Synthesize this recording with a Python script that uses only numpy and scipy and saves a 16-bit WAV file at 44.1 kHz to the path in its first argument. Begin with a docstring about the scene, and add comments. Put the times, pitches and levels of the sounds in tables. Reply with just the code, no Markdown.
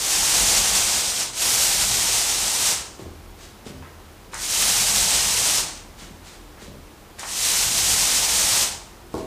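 """A bare room, heard from one fixed stereo microphone, near enough for the roller to stand out of its echoes.
A decorator rolls wet paint up the wall and straight down again: paint threads snap and hiss behind the
sleeve, the nap squelches, the wall drums. At 3 s the pole bumps, cloth scuffs and he steps along the dust
sheet. The frame clacks and the sleeve slaps into a second down stroke at 4.3 s and, after more steps,
a third at 7.2 s. At 9.1 s the lifted pole gives its loudest bump."""
import sys
import numpy as np
from scipy import signal
from scipy.fft import rfft, irfft, next_fast_len
from scipy.io import wavfile

SR = 44100
rng = np.random.default_rng(int(sys.argv[2]) if len(sys.argv) > 2 else 0)


def transcribe(u):
    """Save the signal u as a 16-bit wav file named by the first command-line argument.

    u: samples, shape (n,) or (channels, n), limited to [-1, 1]; the rate is SR.
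    q: integer samples, one column per channel.
    """
    v = np.clip(np.atleast_2d(u).T, -1, 1)
    q = np.round(v * 32767).astype(np.int16)
    wavfile.write(sys.argv[1], SR, q)


N = 408353
TIME = np.arange(N) / SR


def from_db(db):
    """Decibels to gain."""
    return np.exp(np.asarray(db) * (np.log(10) / 20))


def rms_one(x):
    """Scale to unit rms."""
    return x / np.sqrt(np.mean(x ** 2) + 1e-20)


def at_hz(points, hz):
    """Read a table along a log-frequency axis."""
    table = np.array(points)
    return np.interp(np.log(hz + 1e-3), np.log(table[:, 0]), table[:, 1])


def coloured(x, spectrum):
    """Give a steady sound a spectrum; rms 1."""
    size = next_fast_len(N)
    hz = np.arange(size // 2 + 1) * SR / size
    return rms_one(irfft(rfft(x, size) * from_db(at_hz(spectrum, hz)), size)[:N])


def droning(resonances):
    """Noise through parallel resonances; rms 1."""
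    out = 0
    for hz, width, db in resonances:
        radius = np.exp(-np.pi * width / SR)
        poles = [1, -2 * radius * np.cos(2 * np.pi * hz / SR), radius * radius]
        noise = rng.standard_normal(N + SR // 2)
        out = out + from_db(db) * signal.lfilter([1 - radius, 0, radius - 1], poles, noise)[-N:]
    return rms_one(out)


# Room tone, the still air of the house: f/Hz, level/dB
AIR_SPECTRUM = [(15, -32), (25, -5), (86, -15.5), (118, -13), (231, -10.5), (264, -17), (344, -12.5),
                (604, -17), (655, -17), (790, -17), (952, -17.5), (1240, -20.5), (2070, -25), (2240, -25),
                (15000, -35.5)]
# Low resonances of the room: f/Hz, width/Hz, level/dB
HUM_MODES = [(38.6, 4.5, 5.5), (70, 8.4, -3.5), (96.6, 5, -5.5), (301.2, 5.5, -5.5), (348, 6, -9)]
def air():
    """Quiet air at the microphone, with the room's low hum."""
    tone = coloured(rng.standard_normal(N), AIR_SPECTRUM)
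    return from_db(-46.5) * tone + from_db(-48.5) * droning(HUM_MODES)


# Faint noise in the side channel: f/Hz, level/dB
SIDE_SPECTRUM = [(30, 6), (200, -2), (450, -13), (1200, -26), (4000, -33.5), (15000, -34)]
def faint_width():
    """A very faint, mostly low noise that differs between left and right."""
    return from_db(-67) * coloured(rng.standard_normal(N), SIDE_SPECTRUM)


# Reverberation of the bare room: f/Hz, t60/s
ROOM_T60 = [(80, 0.5), (400, 0.79), (1500, 0.71), (5000, 0.77), (14000, 0.39)]
def room_echoes(first_echo_s):
    """Diffuse echoes off the bare walls, the top octave dying first; energy 1."""
    t, tail = TIME[:SR], 0
    octave_edges = 40 * 2. ** np.arange(10)
    for low, high in zip(octave_edges, octave_edges[1:]):
        octave = signal.butter(2, [low, high], "band", fs=SR, output="sos")
        t60 = at_hz(ROOM_T60, np.sqrt(low * high))
        tail = tail + signal.sosfilt(octave, rng.standard_normal(SR)) * from_db(-60 * t / t60)
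    tail = tail * np.clip(t / first_echo_s - 1, 0, 1)
    return tail / np.sqrt(np.sum(tail ** 2))


def in_room(x, echoes, wet_db):
    """Direct sound plus its echoes; more echo sounds farther from the microphone."""
    return x + from_db(wet_db) * signal.fftconvolve(x, echoes)[:N]


def bell(t, peak_s, rise_s, fall_s):
    """A smooth swell from 0 to 1 and back."""
    width_s = np.where(t < peak_s, rise_s, fall_s)
    return np.exp(-np.minimum(((t - peak_s) / width_s) ** 2, 50))


# Runs of the roller over the wall: direction, touch t/s, push t/s, rise/s, slackest t/s, slack/dB,
# lift t/s, hiss level/dB, wetness/dB, flexing level/dB, extra drumming/dB
ROLLER_STROKES = [("up", -.11, -.11, 0.11, 1.32, 5.9, 1.233, -18, 1.7, -36, .6),
                  ("down", 1.337, 1.344, 0.047, 2.455, 2.8, 2.713, -19.0, 0, -41.5, -2),
                  ("down", 4.345, 4.363, 0.12, 5.37, 2.5, 5.584, -17.5, 0, -37, 2),
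                  ("down", 7.195, 7.245, .119, 8.15, 0.81, 8.635, -18.5, -0.66, -36.5, -1.2)]
def stroke_gains():
    """Push, speed and height set the gains of hiss, sheen, squelch, spray, flexing and drumming."""
    touch_db, drying_db_per_s = -21.3, 1.17
    squelch_db, foot_db, spray_db, drum_db = -15, 0.66, -13.84, -41.8
    hiss_fall, sheen_fall, squelch_fall, spray_fall, wall_fall = 105, 33, 84, 196, 40  # dB/s once lifted
    t, gains = TIME[::64], 0
    for stroke in ROLLER_STROKES:
        _, touch, push, rise_s, slackest, slack_db, lift, level_db, wet_db, flex_db, extra_db = stroke
        age, lifted = np.maximum(t - push, 0), np.clip(t - lift, 0, 2)
        contact = np.clip((t - touch) / .01 + 1, 0, 1)
        # the push builds from a light touch and slackens as the arms run out of reach
        push_db = touch_db * np.exp(-age / rise_s) - slack_db * bell(t, slackest, rise_s=.43, fall_s=.15)
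        # the hiss thins as the sleeve gives up its paint, and darkens as it dies
        hiss = level_db + push_db - drying_db_per_s * age - hiss_fall * lifted
        sheen = hiss - sheen_fall * lifted
        # a wetter sleeve squelches more and sprays less
        squelch = level_db + squelch_db + wet_db + foot_db * (1 - height(t))
        squelch += 1.15 * push_db - squelch_fall * lifted
        bite_db = 6.5 * np.exp(-age / .43)  # extra spray as the sleeve first bites
        spray = level_db + spray_db - wet_db / 2 + bite_db + 1.34 * push_db - spray_fall * lifted
        # the roller gathers speed and slows again; the wall is quieter when it is slow
        slow = 1 - bell(t, push + .57, rise_s=0.2, fall_s=0.4)
        load_db = 0.73 * push_db - wall_fall * lifted
        flex = flex_db - 8.5 * slow + load_db
        drum = drum_db + extra_db - 5.5 * slow + load_db
        gains = gains + contact * from_db([hiss, sheen, squelch, spray, flex, drum])
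    return [np.interp(TIME, t, gain) for gain in gains]


def height(t):
    """Where the roller is on the wall: 0 at the foot, 1 at the top."""
    ends = []
    for way, _, push, _, _, _, lift, *_ in ROLLER_STROKES:
        ends += [(push, way == "down"), (lift, way == "up")]
    return np.interp(t, *np.transpose(ends))


def drift(rate):
    """A random wander that turns about rate times a second; rms 1."""
    knots = rng.standard_normal(8192)
    return rms_one(np.interp(TIME * rate, np.arange(len(knots)), knots))


def snapping(per_s, size_db):
    """Threads let go at random moments; size_db spreads the sizes of their clicks; rms 1."""
    sizes = from_db(size_db * np.minimum(rng.exponential(1, N), 6)) * rng.choice([-1, 1], N)
    return rms_one(sizes * (rng.random(N) < per_s / SR))


def hollow_note(width_hz, foot_hz=920, top_hz=730):
    """Noise rings in the tube of the sleeve, lower in pitch the higher it is on the wall; rms 1."""
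    centre_hz = foot_hz + (top_hz - foot_hz) * height(TIME)
    lowpass = signal.butter(2, width_hz / 2, fs=SR, output="sos")
    slow_noise = signal.sosfilt(lowpass, rng.standard_normal((2, N)))
    phase = 2 * np.pi * np.cumsum(centre_hz) / SR
    return rms_one(slow_noise[0] * np.cos(phase) + slow_noise[1] * np.sin(phase))


# Coarse, fine and finest paint threads as they sound at the microphone: f/Hz, level/dB
SQUELCH_SPECTRUM = [(120, -15.5), (250, -8), (400, -5.5), (560, -4), (700, -1.5), (950, -2), (1300, -4.5),
                    (1900, -9.5), (3500, -26)]
HISS_SPECTRUM = [(600, -20), (1300, -13), (2000, -7.5), (2800, -4.5), (4000, -3), (4800, -2), (5800, 0),
                 (7200, -0.5), (8000, -1), (8900, -1.7), (9700, -10), (10800, -22), (13000, -36)]
SPRAY_SPECTRUM = [(8000, -34), (9800, 2), (11000, 1.5), (12800, 0.5), (14000, -2), (15200, -8),
                  (17000, -16)]
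def roller(echoes, hiss, sheen, squelch, spray, sheen_hz=4240):
    """Paint threads snap as the sleeve peels off the wet wall, unevenly because the nap has clumps."""
    clumps = from_db(0.57 * drift(14) + 0.7 * drift(40) + 0.33 * drift(170))
    fine = clumps * (snapping(per_s=11000, size_db=2) + from_db(1) * rng.standard_normal(N))
    coarse = clumps * (snapping(per_s=3500, size_db=0) + from_db(-0.5) * rng.standard_normal(N))
    # movement blurs most echoes into the noise above; a weak part stays put and ripples the spectrum
    fine, coarse = in_room(fine, echoes, wet_db=-14.5), in_room(coarse, echoes, wet_db=-9.5)
    full = coloured(fine, HISS_SPECTRUM)
    dull = signal.sosfilt(signal.butter(1, sheen_hz, fs=SR, output="sos"), full)
    bright = hiss * dull + sheen * (full - dull) + spray * coloured(fine, SPRAY_SPECTRUM)
    wet_nap = from_db(-0.76) * coloured(coarse, SQUELCH_SPECTRUM)
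    tube = from_db(-10.5) * hollow_note(width_hz=170)
    return bright + squelch * (wet_nap + tube)


# Resonances of the wall under the roller: f/Hz, width/Hz, level/dB
FLEX_MODES = [(39.5, 7.5, 8), (49, 8.6, 2.5), (63, 5.7, 0)]
DRUM_MODES = [(79.5, 7, 0), (103, 8, -4), (114.3, 7.6, 2.5), (169, 13, -5.5), (195.8, 13, -1)]
def wall(flex, drum):
    """The turning sleeve flexes the wall and drums on it."""
    return flex * droning(FLEX_MODES) + drum * droning(DRUM_MODES)


def struck(modes, bright_hz):
    """One blow: each mode rings with its own strength, and a soft contact mutes the upper ones; peak 1."""
    hz, db, t60 = np.transpose(modes)[:, :, None]
    t = TIME[:int(SR * min(t60.max(), 1))]
    strength = from_db(db + 2 * rng.standard_normal(hz.shape)) * rng.choice([-1, 1], hz.shape)
    blow = np.sum(strength * from_db(-60 * t / t60) * np.sin(2 * np.pi * hz * t), axis=0)
    blow = signal.sosfilt(signal.butter(2, bright_hz, fs=SR, output="sos"), blow)
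    return blow / np.abs(blow).max()


def crack(low_hz, high_hz, fall_s):
    """A short burst of contact noise; peak 1."""
    band = signal.butter(2, [low_hz, high_hz], "band", fs=SR, output="sos")
    burst = signal.sosfilt(band, rng.standard_normal(SR // 8) * np.exp(-TIME[:SR // 8] / fall_s))
    return burst / np.abs(burst).max()


def add(track, s, sound):
    """Mix a sound into the track at time s."""
    start = round(s * SR)
    track[start:start + len(sound)] += sound[:N - start]


# Pole bumps at the foot of the wall: t/s, level/dB, low-pass f/Hz, tick against bump/dB
POLE_BUMPS = [(2.9924, -24.5, 520, -15), (3.06, -31, 480, -18), (9.1411, -13.5, 900, -16),
              (9.152, -19, 600, -11), (9.162, -23, 520, -24), (9.18, -17.5, 620, -10)]
# Hollow modes of pole and skirting: f/Hz, level/dB, t60/s
POLE_MODES = [(168, -18, .06), (294, -5, 0.042), (345, -6, 0.07), (400, -5, 0.065), (490, -6.5, 0.035),
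              (657, -6.5, 0.032), (785, -9, 0.023), (900, -7, 0.037), (1085, -3.5, 0.035),
              (1360, -11, .025)]
def bumps():
    """The lifted pole gives a hollow knock, with a tick from the play in its joints."""
    out = np.zeros(N)
    for s, db, bright_hz, tick_db in POLE_BUMPS:
        add(out, s, from_db(db) * struck(POLE_MODES, bright_hz))
        add(out, s, from_db(db + tick_db) * crack(low_hz=2500, high_hz=11000, fall_s=.0015))
    return out


# Dust sheet, trousers and the nap grazing the wall: t/s, level/dB, rise/s, fall/s
CLOTH_SCUFFS = [(3.0, -48.5, 0.014, 0.06), (3.43, -46, 0.044, 0.063), (3.675, -42, 0.02, 0.036),
                (4.33, -44, 0.011, 0.023), (6.005, -43.5, 0.027, 0.073), (6.275, -45, 0.035, 0.049),
                (6.335, -51, .02, .045), (6.62, -45.5, .025, 0.063), (7.2, -43, 0.021, 0.055),
                (9.185, -47, 0.066, 0.059)]
# Rubbed cloth as it sounds at the microphone: f/Hz, level/dB
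CLOTH_SPECTRUM = [(200, -24), (700, 1), (1500, 1.5), (3000, 2.5), (5000, 1), (8000, -1), (11000, -10.5),
                  (15000, -17)]
def scuffs():
    """Cloth fibres catch and slip in short swells."""
    t = TIME[::64]
    swell = sum(from_db(db) * bell(t, s, rise, fall) for s, db, rise, fall in CLOTH_SCUFFS)
    return np.interp(TIME, t, swell) * coloured(snapping(per_s=9000, size_db=2.5), CLOTH_SPECTRUM)


# Footfalls along the dust sheet: t/s, level/dB, low-pass f/Hz
FOOTFALLS = [(3.02, -35, 110), (3.663, -28.5, 400), (3.7, -33, 260), (3.74, -37, 110), (6.02, -36, 300),
             (6.11, -37, 260), (6.62, -34.5, 650), (6.675, -32, 260)]
# Modes of the floor beneath it: f/Hz, level/dB, t60/s
FLOOR_MODES = [(82.1, -5, 1.5), (96, -11.5, 0.46), (146.8, -2.5, 0.26), (209, 0, 0.11), (267, 1, 0.14),
               (338, -2, 0.098), (376, 3.5, .08), (467, 3, 0.069), (587, 6, 0.084), (745, -4, .05)]
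def steps():
    """Soft soles set the floor booming."""
    out = np.zeros(N)
    for s, db, bright_hz in FOOTFALLS:
        add(out, s, from_db(db) * struck(FLOOR_MODES, bright_hz))
    return out


# Knocks of the frame at the end of the pole: t/s, level/dB
FRAME_CLACKS = [(3.824, -34), (3.847, -37), (4.333, -26), (4.349, -30), (6.575, -41), (7.185, -30.5),
                (7.231, -25.5), (7.25, -29)]
# Modes of the frame: f/Hz, level/dB, t60/s
FRAME_MODES = [(600, 10, 0.022), (860, -4, 0.0088), (1055, 10, 0.03), (1320, 0, .016), (1560, -8, .015),
               (1810, -11, 0.013), (2070, -21, .012), (2660, -20, .01)]
# The sleeve landing on the wall: t/s, level/dB
SLEEVE_SLAPS = [(4.343, -17.5), (7.194, -22)]
def clacks_and_slaps(clack_db, rattle_db, slap_db):
    """The loose frame clacks and rattles in its socket, and the wet sleeve slaps the wall."""
    out = np.zeros(N)
    for s, db in FRAME_CLACKS:
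        add(out, s, from_db(db + clack_db) * struck(FRAME_MODES, bright_hz=2400))
        add(out, s, from_db(db + rattle_db) * crack(low_hz=840, high_hz=2090, fall_s=0.02))
    for s, db in SLEEVE_SLAPS:
        add(out, s, from_db(db + slap_db) * crack(low_hz=5000, high_hz=8800, fall_s=0.0036))
    return out


def scene():
    """One microphone position: everything is dead centre except a very faint noise at the sides."""
    echoes = room_echoes(first_echo_s=0.0026)
    hiss, sheen, squelch, spray, flex, drum = stroke_gains()
    mid = roller(echoes, hiss, sheen, squelch, spray) + wall(flex, drum) + air()
    mid += in_room(steps(), echoes, wet_db=-0.5)
    mid += from_db(-2) * in_room(bumps(), echoes, wet_db=0)
    mid += in_room(clacks_and_slaps(clack_db=-3, rattle_db=-0.5, slap_db=-2.5), echoes, wet_db=-2)
    mid += in_room(scuffs(), echoes, wet_db=-5.5)
    side = faint_width()
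    return np.array([mid + side, mid - side])


def record(dry):
    """Rumble below 33 Hz is cut and, steeply, the treble above 15350 Hz."""
    low_cut = signal.butter(4, 33, "high", fs=SR, output="sos")
    high_cut = signal.ellip(12, .1, 90, 15350, fs=SR, output="sos")
    return signal.sosfilt(high_cut, signal.sosfilt(low_cut, dry))


dry = scene()
out = record(dry)
transcribe(out)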